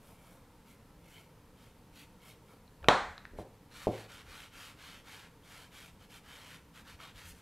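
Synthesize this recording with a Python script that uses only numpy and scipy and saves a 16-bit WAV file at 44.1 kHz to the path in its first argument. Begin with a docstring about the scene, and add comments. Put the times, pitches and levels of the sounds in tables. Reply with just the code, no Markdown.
"""A bristle brush, and later a rag, rub a thin wooden board: dense random slips excite its resonances.
The brush handle clacks on the table, the board bumps it, and small hard things tick: short contact
forces drive decaying sines. The table rocks with lumpy low noise, and air hums under a faint hiss.
A hard-walled room adds a noise-like tail; a faint unlike part separates two nearly equal channels."""
import sys
import numpy as np
from scipy import signal
from scipy.fft import rfft, irfft
from scipy.io import wavfile
from scipy.ndimage import uniform_filter1d

SR = 44100
rng = np.random.default_rng(int(sys.argv[2]) if len(sys.argv) > 2 else 0)


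def wav_record(signal):
    """Record a signal, one row per channel, as 16-bit PCM in the file named by sys.argv[1]."""
    frames = np.transpose(np.atleast_2d(signal))
    bounded = np.clip(frames, -1, 1)
    # unit amplitude maps onto the largest positive 16-bit level
    quanta = np.round(bounded * 32767).astype(np.int16)
    wavfile.write(sys.argv[1], SR, quanta)


N = 326781

# spectrum of the air hum: f/Hz, relative level per Hz/dB
AIR_COLOUR = [(12, -26), (20, -2.5), (172, -5), (301, -10.5), (367, -16), (485, -8.5), (624, -20),
              (849, -17), (923, -16.5), (1220, -21.5), (1330, -19), (1440, -23), (6910, -34.5),
              (13200, -34.5), (16000, -44)]
# resonances added to the air hum: f/Hz, width/Hz, height/dB
AIR_MODES = [(110, 4.7, 6.5), (168, 9.5, 5.5), (289, 26, 3), (459, 120, -0.5), (926, 40, 5)]
# spectrum of the hiss: f/Hz, relative level per Hz/dB
HISS_COLOUR = [(12, -33), (20, 5), (43, -25.5), (150, 2), (193, -14), (285, -4.5), (558, -6.5),
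               (1260, -11.5), (7520, -13.5), (16000, -15.5)]
# brush strokes: t of top speed/s, length/s, scratch level/dB, extra bristle hiss/dB, extra board body/dB
BRUSH_STROKES = [(0.09, 0.25, -74.5, 6.5, 7.5), (0.29, 0.39, -75, 5, 8.5), (0.705, 0.15, -71.5, 2.5, -7),
                 (1.145, 0.34, -68, -1, -6), (1.641, 0.22, -69.5, -4.5, -4), (1.994, 0.18, -61, -4, -13),
                 (2.28, 0.2, -63.5, -1.5, -5.5), (2.516, 0.18, -74.5, 0, 6)]
# spectrum of the brush scratch: f/Hz, relative level per Hz/dB
BRUSH_COLOUR = [(290, -26), (500, 2), (988, -6), (1320, -4.5), (1980, -11), (2130, -2.5), (2330, -7.5),
                (4400, -13), (6610, -13.5), (12300, -12.5), (16000, -22)]
# resonances of the board: f/Hz, width/Hz, height before the source's ring factor/dB
BOARD = [(920, 210, 0.5), (1420, 48, 8), (2280, 240, 4), (2990, 210, 2.5), (3224, 230, 3.5),
         (3744, 150, 4.5), (4346, 130, 5.5)]
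# frequency response of the unlike part: f/Hz, side minus mid level before source weights/dB
WIDTH = [(60, -33.5), (200, -31.5), (700, -23.5), (1300, -24.5), (2400, -21), (4400, -18), (8100, -16.5),
         (15000, -14)]
# decay of the room: f/Hz, t60/s
ROOM_DECAY = [(100, 0.25), (250, 0.26), (500, 0.45), (1000, 0.41), (2000, 0.6), (4000, 0.43), (8000, 0.6),
              (15000, 0.066)]
# small hard things touching: t/s, peak level/dB, low ring f/Hz, high ring f/Hz,
# high ring level relative to low/dB, t60 before a cap/s
TICKS = [(2.678, -55, 2540, 4100, 11, 0.017), (2.829, -48, 1720, 3030, -6, 0.012),
         (2.844, -30.5, 1406, 2410, -4, 0.01), (3.1796, -33, 1280, 3950, 0, 0.0069),
         (3.2531, -32, 1706, 3400, -15, 0.0048), (7.0023, -39, 1330, 2160, -6, 0.019)]
# rocking of the table: t of top/s, swelling time/s, fading time/s, level at top/dB
SHAKE = [(2.83, 0.02, 0.054, -48), (2.895, .04, .12, -45.5), (3.035, .05, 0.17, -52),
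         (3.264, 0.035, 0.021, -53.5), (3.335, 0.029, 0.16, -52), (3.874, 0.04, .12, -65.5),
         (4.305, 0.11, 0.028, -55.5), (6.9, 0.14, .2, -60), (7.17, .06, .05, -54.5),
         (7.3, 0.096, 0.07, -54.5)]
# spectrum of the rocking: f/Hz, relative level/dB
SHAKE_COLOUR = [(15, -27.5), (30, 2.5), (62, -3), (90, 3), (150, -41.0), (400, -54)]
# board bumping the table: t/s, swing peak level/dB, contact time/ms, room send relative to the bump/dB
BUMPS = [(2.831, -49, 1.33, 13.5), (3.334, -43, 2.5, 5), (3.3872, -28.5, 1.52, -3), (3.8701, -13, 1.7, -5)]
# modes of the table top: f/Hz, level relative to the swing peak/dB, t60/s
TABLE = [(110.7, -24.5, 0.55), (206, -14.5, 0.1), (325, -8, 0.074), (567, -23, 0.033), (782, -14.5, 0.33)]
# repeats of each bump through the table top: delay/ms, relative level/dB
ECHOES = [(4.8, -11), (6.6, -14.5), (9.6, -5.5), (13.2, -21.5), (16.5, -22), (21.0, -12.5)]
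# handle dropped on the table: t/s, peak level/dB, room level before a 21 dB lift/dB
CLACK = (2.8853, -0.35, -11)
# modes of the handle: f/Hz, relative level/dB, t60/s
HANDLE = [(180, -34, 0.019), (280.7, -19.5, 0.027), (486, -9, 0.03), (670, -2, 0.018), (970, -7.5, 0.024),
          (1148, -3, 0.018), (1836, -11, 0.022), (2130, -12, 0.019), (3290, -7.5, 0.019), (4100, -10, .011)]
# spectrum of the splintery crack: f/Hz, relative level/dB
CRACK = [(300, -27), (1000, -18), (2600, -7), (3700, 5), (4600, -14.5), (6500, -12.5), (9000, -25.5),
         (12000, -30.5), (16000, -33.5)]
# what the clack leaves in the room: f/Hz, relative level per Hz/dB
CRASH = [(50, -36.5), (90, -19.5), (180, -4.5), (390, -10.5), (780, -2), (950, -2), (1400, -7.5),
         (2100, -15.5), (2750, -24), (3300, -18.5), (4200, -18.5), (4800, -30), (7000, -34.5),
         (10700, -45.5), (16000, -64.5)]
# the rag drops onto the board: t of top speed/s, speeding up/s, slowing down/s, scratch level/dB, brightness/dB
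RAG_LANDS = (3.395, .03, .045, -66, 3)
# rag wipes: t of top speed/s, speeding up/s, slowing down/s, scratch level/dB, brightness/dB
RAG_WIPES = [(3.84, 0.14, 0.056, -56, 0), (3.98, 0.12, .1, -58, -0.5), (4.13, 0.053, .12, -58.5, -1),
             (4.39, 0.15, 0.11, -57.5, -1), (4.62, .11, .13, -56.5, 0), (4.87, .11, 0.16, -58.5, -1),
             (5.12, 0.085, 0.18, -59, -0.5), (5.57, .15, .12, -59.5, 0.5), (5.785, 0.076, 0.14, -60, 2),
             (6.03, 0.042, 0.043, -67.5, -0.5), (6.15, 0.063, 0.058, -62, 3), (6.36, 0.13, .15, -59.5, -1),
             (6.53, .13, 0.073, -60.5, 0.5), (6.78, 0.048, 0.053, -62, 1),
             (6.905, 0.063, 0.062, -60.5, -1.5), (7.03, .045, 0.1, -58, -3.5),
             (7.195, 0.053, 0.1, -59, -0.5), (7.29, 0.064, 0.05, -62.5, 10), (7.37, .05, .12, -70, 4)]
# spectrum of the rag scratch: f/Hz, relative level per Hz/dB
RAG_COLOUR = [(290, -48), (500, -11), (718, -7.5), (784, -6.5), (1320, -2), (1670, -2), (3150, -5),
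              (5310, -10.5), (12100, -15.5), (14900, -21), (16000, -34)]


def gain_of(db):
    """Definition of the decibel: amplitude ratio from a level."""
    return 10 ** (np.asarray(db) / 20)


def evened(x):
    """Normalization to unit root mean square."""
    return x / np.sqrt(np.mean(np.abs(x) ** 2) + 1e-20)


def read(points, hz):
    """Linear interpolation along a logarithmic frequency axis."""
    f, value = np.transpose(points)
    return np.interp(np.log(hz + 1), np.log(f + 1), value)


def peaked(modes, hz):
    """Resonance: bell-shaped level peaks in dB, summed over the modes."""
    return sum(db / (1 + (2 * (hz - f) / width) ** 2) for f, width, db in modes)


def filtered(x, points):
    """Zero-phase filtering: a real gain multiplies the spectrum."""
    hz = np.fft.rfftfreq(len(x), 1 / SR)
    return irfft(rfft(x) * gain_of(read(points, hz)), len(x))


def add(mix, s, sound):
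    """Linear superposition of a sound at a given time in seconds."""
    part = mix[round(s * SR):][:len(sound)]
    part += sound[:len(part)]


def rings(modes, length_s):
    """Modal decay: a struck body sums exponentially dying sines."""
    t = np.arange(round(length_s * SR)) / SR
    return sum(gain_of(db - 60 * t / t60) * np.sin(2 * np.pi * hz * t) for hz, db, t60 in modes)


def arches(rows, sharp):
    """Amplitude envelopes: a quarter sine up to each top and one down, raised to a power."""
    t = np.arange(N) / SR
    curves = []
    for s, rise, fall, db in rows:
        phase = np.interp(t, [s - rise, s, s + fall], [0, 1, 0])
        curves.append(gain_of(db) * np.sin(np.pi / 2 * phase) ** sharp)
    return np.array(curves)


def drifting_patches(shape, frames):
    """Random spectral modulation, smoothed over three bins and some frames, of unit rms."""
    across_bins = uniform_filter1d(rng.standard_normal(shape), 3, 0)
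    return evened(uniform_filter1d(across_bins, frames, 1))


def steady(points, modes, level_db, patchy_db):
    """Filtered stationary noise whose spectrum drifts in patches."""
    hz, _, z = signal.stft(rng.standard_normal(N + 2048), SR, nperseg=4096, noverlap=3072)
    colour_db = read(points, hz) + peaked(modes, hz)
    z = z * gain_of(colour_db[:, None] + patchy_db * drifting_patches(z.shape, 6))
    noise = signal.istft(z, SR, nperseg=4096, noverlap=3072)[1][:N]
    return gain_of(level_db) * evened(noise)


def air():
    """Broadband noise weighted to the bass, with resonances, heard as a low hum of air."""
    return steady(AIR_COLOUR, AIR_MODES, level_db=-59, patchy_db=1.2)


def hiss():
    """Broadband noise of its own spectrum, independent of the air hum."""
    return steady(HISS_COLOUR, [], level_db=-79, patchy_db=1.2)


def rub(speeds, hiss_db, body_db, late_body_db, slow_dull, ring, colour, low_hz, high_hz, body_hz,
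        slips_per_s, spread_db, patchy_db):
    """Frictional excitation: fibres slip over the grain in dense tiny clicks that ring the board."""
    slips = (rng.random(N) < slips_per_s / SR) * rng.standard_normal(N)
    slips = slips * gain_of(spread_db * np.minimum(rng.exponential(1, N), 4))
    clumps = evened(uniform_filter1d(rng.standard_normal(N), 200))
    slips *= gain_of(0.5 * clumps)  # the grain catches in clumps

    power = speeds ** 2
    hz, t, z = signal.stft(evened(slips) * np.sqrt(power.sum(0)), SR, nperseg=512, noverlap=384)
    at = np.minimum((t * SR).astype(int), N - 1)
    share = power[:, at]
    share = share / (share.sum(0) + 1e-30)  # which stroke rules each moment
    progress = np.cumsum(power, 1) / power.sum(1)[:, None] - .5  # -0.5 to 0.5 along each stroke
    way = (share * progress[:, at]).sum(0)
    relative_power = power / power.max(1)[:, None]
    slow_db = 10 * np.log10((share * relative_power[:, at]).sum(0) + .01)  # below top speed

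    high = 1 / (1 + (6200 / (hz + 1)) ** 6)  # share of the fibre hiss
    low = 1 / (1 + (hz / body_hz) ** 6)  # share of the board body
    colour_db = read(colour, hz) + ring * peaked(BOARD, hz)
    patches_db = patchy_db * drifting_patches(z.shape, 26) * (1 - high[:, None])
    shape = gain_of(colour_db[:, None] + patches_db)
    band = shape[(hz > low_hz) & (hz < high_hz)]
    shape /= np.sqrt(np.sum(band ** 2, 0).mean() / len(hz))  # rms 1 in the scratch band

    # each stroke has its own colour
    fibre_db = np.outer(high, hiss_db @ share + slow_dull * slow_db)
    board_db = np.outer(low, body_db @ share + late_body_db * way)
    return signal.istft(z * shape * gain_of(fibre_db + board_db), SR, nperseg=512, noverlap=384)[1][:N]


def brush():
    """Bristle friction: all strokes share one speed shape, stretched to their length."""
    s, length, db, hiss_db, body_db = np.transpose(BRUSH_STROKES)
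    rise = 0.48  # share of a stroke spent speeding up
    speeds = arches(zip(s, rise * length, (1 - rise) * length, db), sharp=1.77)
    return rub(speeds, hiss_db, body_db,
               late_body_db=2,  # the board body grows along a stroke as the hand bears down
               slow_dull=.15,  # hiss dB lost per dB below top speed
               ring=1.3,  # how freely the board rings
               colour=BRUSH_COLOUR, low_hz=2470, high_hz=3900, body_hz=1460,
               slips_per_s=9000, spread_db=2.2, patchy_db=2.9)


def room(x):
    """Reverberation: sparse random-sign taps swell, then each band decays at its own rate."""
    taps = np.zeros(SR)
    count = (SR - 151) // 10
    places = np.arange(140, SR - 20, 10) + rng.integers(0, 10, count)
    taps[places] = rng.choice([-1., 1.], count)
    taps *= 1 - np.exp(-np.arange(SR) / SR / 0.0018)
    hz, t, z = signal.stft(taps, SR, nperseg=256)
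    decay = gain_of(-60 * t / read(ROOM_DECAY, hz)[:, None])
    tail = signal.istft(z * decay, SR, nperseg=256)[1]
    tail[:130] = 0
    return signal.fftconvolve(x, tail / np.linalg.norm(tail))[:N]


def tick(low_hz, high_hz, high_db, t60):
    """Hard light impact: two short modal rings with a rounded start, peak 1."""
    sound = -rings([(low_hz, 0, min(t60, .02)), (high_hz, high_db, 0.87 * min(t60, .03))], .05)
    sound *= 1 - np.exp(-(np.arange(len(sound)) / SR / 0.00012) ** 2)
    return sound / np.abs(sound).max()


def shake():
    """Amplitude-modulated low-frequency noise: the table rocks under the hands."""
    low = filtered(rng.standard_normal(N), SHAKE_COLOUR)
    return evened(low) * np.sqrt((arches(SHAKE, sharp=1.7) ** 2).sum(0))


def bump(contact_ms):
    """Soft impact: one radiated swing, suction then a larger push, excites the table-top modes."""
    u = np.arange(round(.004 * contact_ms * SR)) / SR / (0.0011 * contact_ms) - .7
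    force = np.exp(-(u / 0.31) ** 2)
    swing = -np.gradient(force) + 0.006 * force
    sound = np.convolve(force / force.sum(), -rings(TABLE, 0.39))
    add(sound, 0, swing / np.abs(swing).max())
    return sound


def table_echoes(soft):
    """Delayed superposition: the table top passes each bump on."""
    echoes = np.zeros(N)
    for ms, db in ECHOES:
        add(echoes, ms / 1000, gain_of(db) * soft)
    return echoes


def clack():
    """Hard impact: a short contact force excites the handle modes, with a splintery crack in its first 3 ms."""
    force = signal.windows.hann(7)
    body = np.convolve(force / force.sum(), -rings(HANDLE, .08))
    t = np.arange(1024) / SR
    crack = evened(filtered(rng.standard_normal(1024), CRACK))
    crack = crack * np.exp(-(t / 0.0022) ** 2) * (1 - np.exp(-t / .0001))
    add(body, 0, gain_of(-4) * crack)
    body = signal.lfilter(*signal.butter(2, 130, "high", fs=SR), body)  # a small handle radiates no deep bass
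    return body / np.abs(body).max()


def crash(s):
    """Impulse excitation of the room: a coloured impulse of unit energy at the clack."""
    impulse = np.zeros(N)
    impulse[round(s * SR)] = 1
    coloured = filtered(impulse, CRASH)
    return coloured / np.linalg.norm(coloured)


def rag():
    """Cloth friction: a brighter wipe hisses more and stirs the board less."""
    rows = np.array([RAG_LANDS, *RAG_WIPES])
    bright_db = rows[:, -1]
    speeds = arches(rows[:, :-1], sharp=0.79)
    return rub(speeds, bright_db,
               body_db=-0.79 * bright_db,  # body dB lost per dB of brightness
               late_body_db=0,
               slow_dull=0.17,  # hiss dB lost per dB below top speed
               ring=0.94,  # how freely the board rings
               colour=RAG_COLOUR, low_hz=3155, high_hz=7700, body_hz=1610,
               slips_per_s=9000, spread_db=0.6, patchy_db=2.3)


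def scene():
    """Superposition of direct sound, echoes and reverberation, with a faint unlike part in the two channels."""
    hard, soft, sent = np.zeros((3, N))  # sent: what excites the room
    for s, db, *colour in TICKS:
        add(hard, s, gain_of(db) * tick(*colour))
    sent += gain_of(-10) * hard
    for s, db, contact_ms, room_db in BUMPS:
        sound = bump(contact_ms)
        add(soft, s, gain_of(db) * sound)
        add(sent, s, gain_of(db + room_db) * sound)
    s, db, room_db = CLACK
    add(hard, s, gain_of(db) * clack())
    sent += gain_of(room_db + 21.0) * crash(s)

    strokes = brush() + rag()
    near = hard + soft + strokes + table_echoes(soft)
    far = sent + gain_of(-13.0) * strokes
    mid = near + room(far) + air() + shake()
    quadrature = signal.hilbert(strokes + .4 * (hard + soft)).imag  # every sine turned by 90 degrees
    side = filtered(.4 * room(far) + quadrature, WIDTH) + hiss()  # this room has its own random taps
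    return np.array([mid + side, mid - side])


def top_cut(x):
    """Nothing passes above the cut-off."""
    return signal.sosfilt(signal.butter(12, 16620, fs=SR, output="sos"), x)


def record(dry):
    """Band limitation: a linear-phase low-pass removes the extreme treble."""
    edge = signal.firwin(255, 15750, window=("kaiser", 7), fs=SR)  # cutoff in Hz
    mix = signal.oaconvolve(dry, edge[None], "same")
    return top_cut(mix)


dry = scene()
out = record(dry)
wav_record(out)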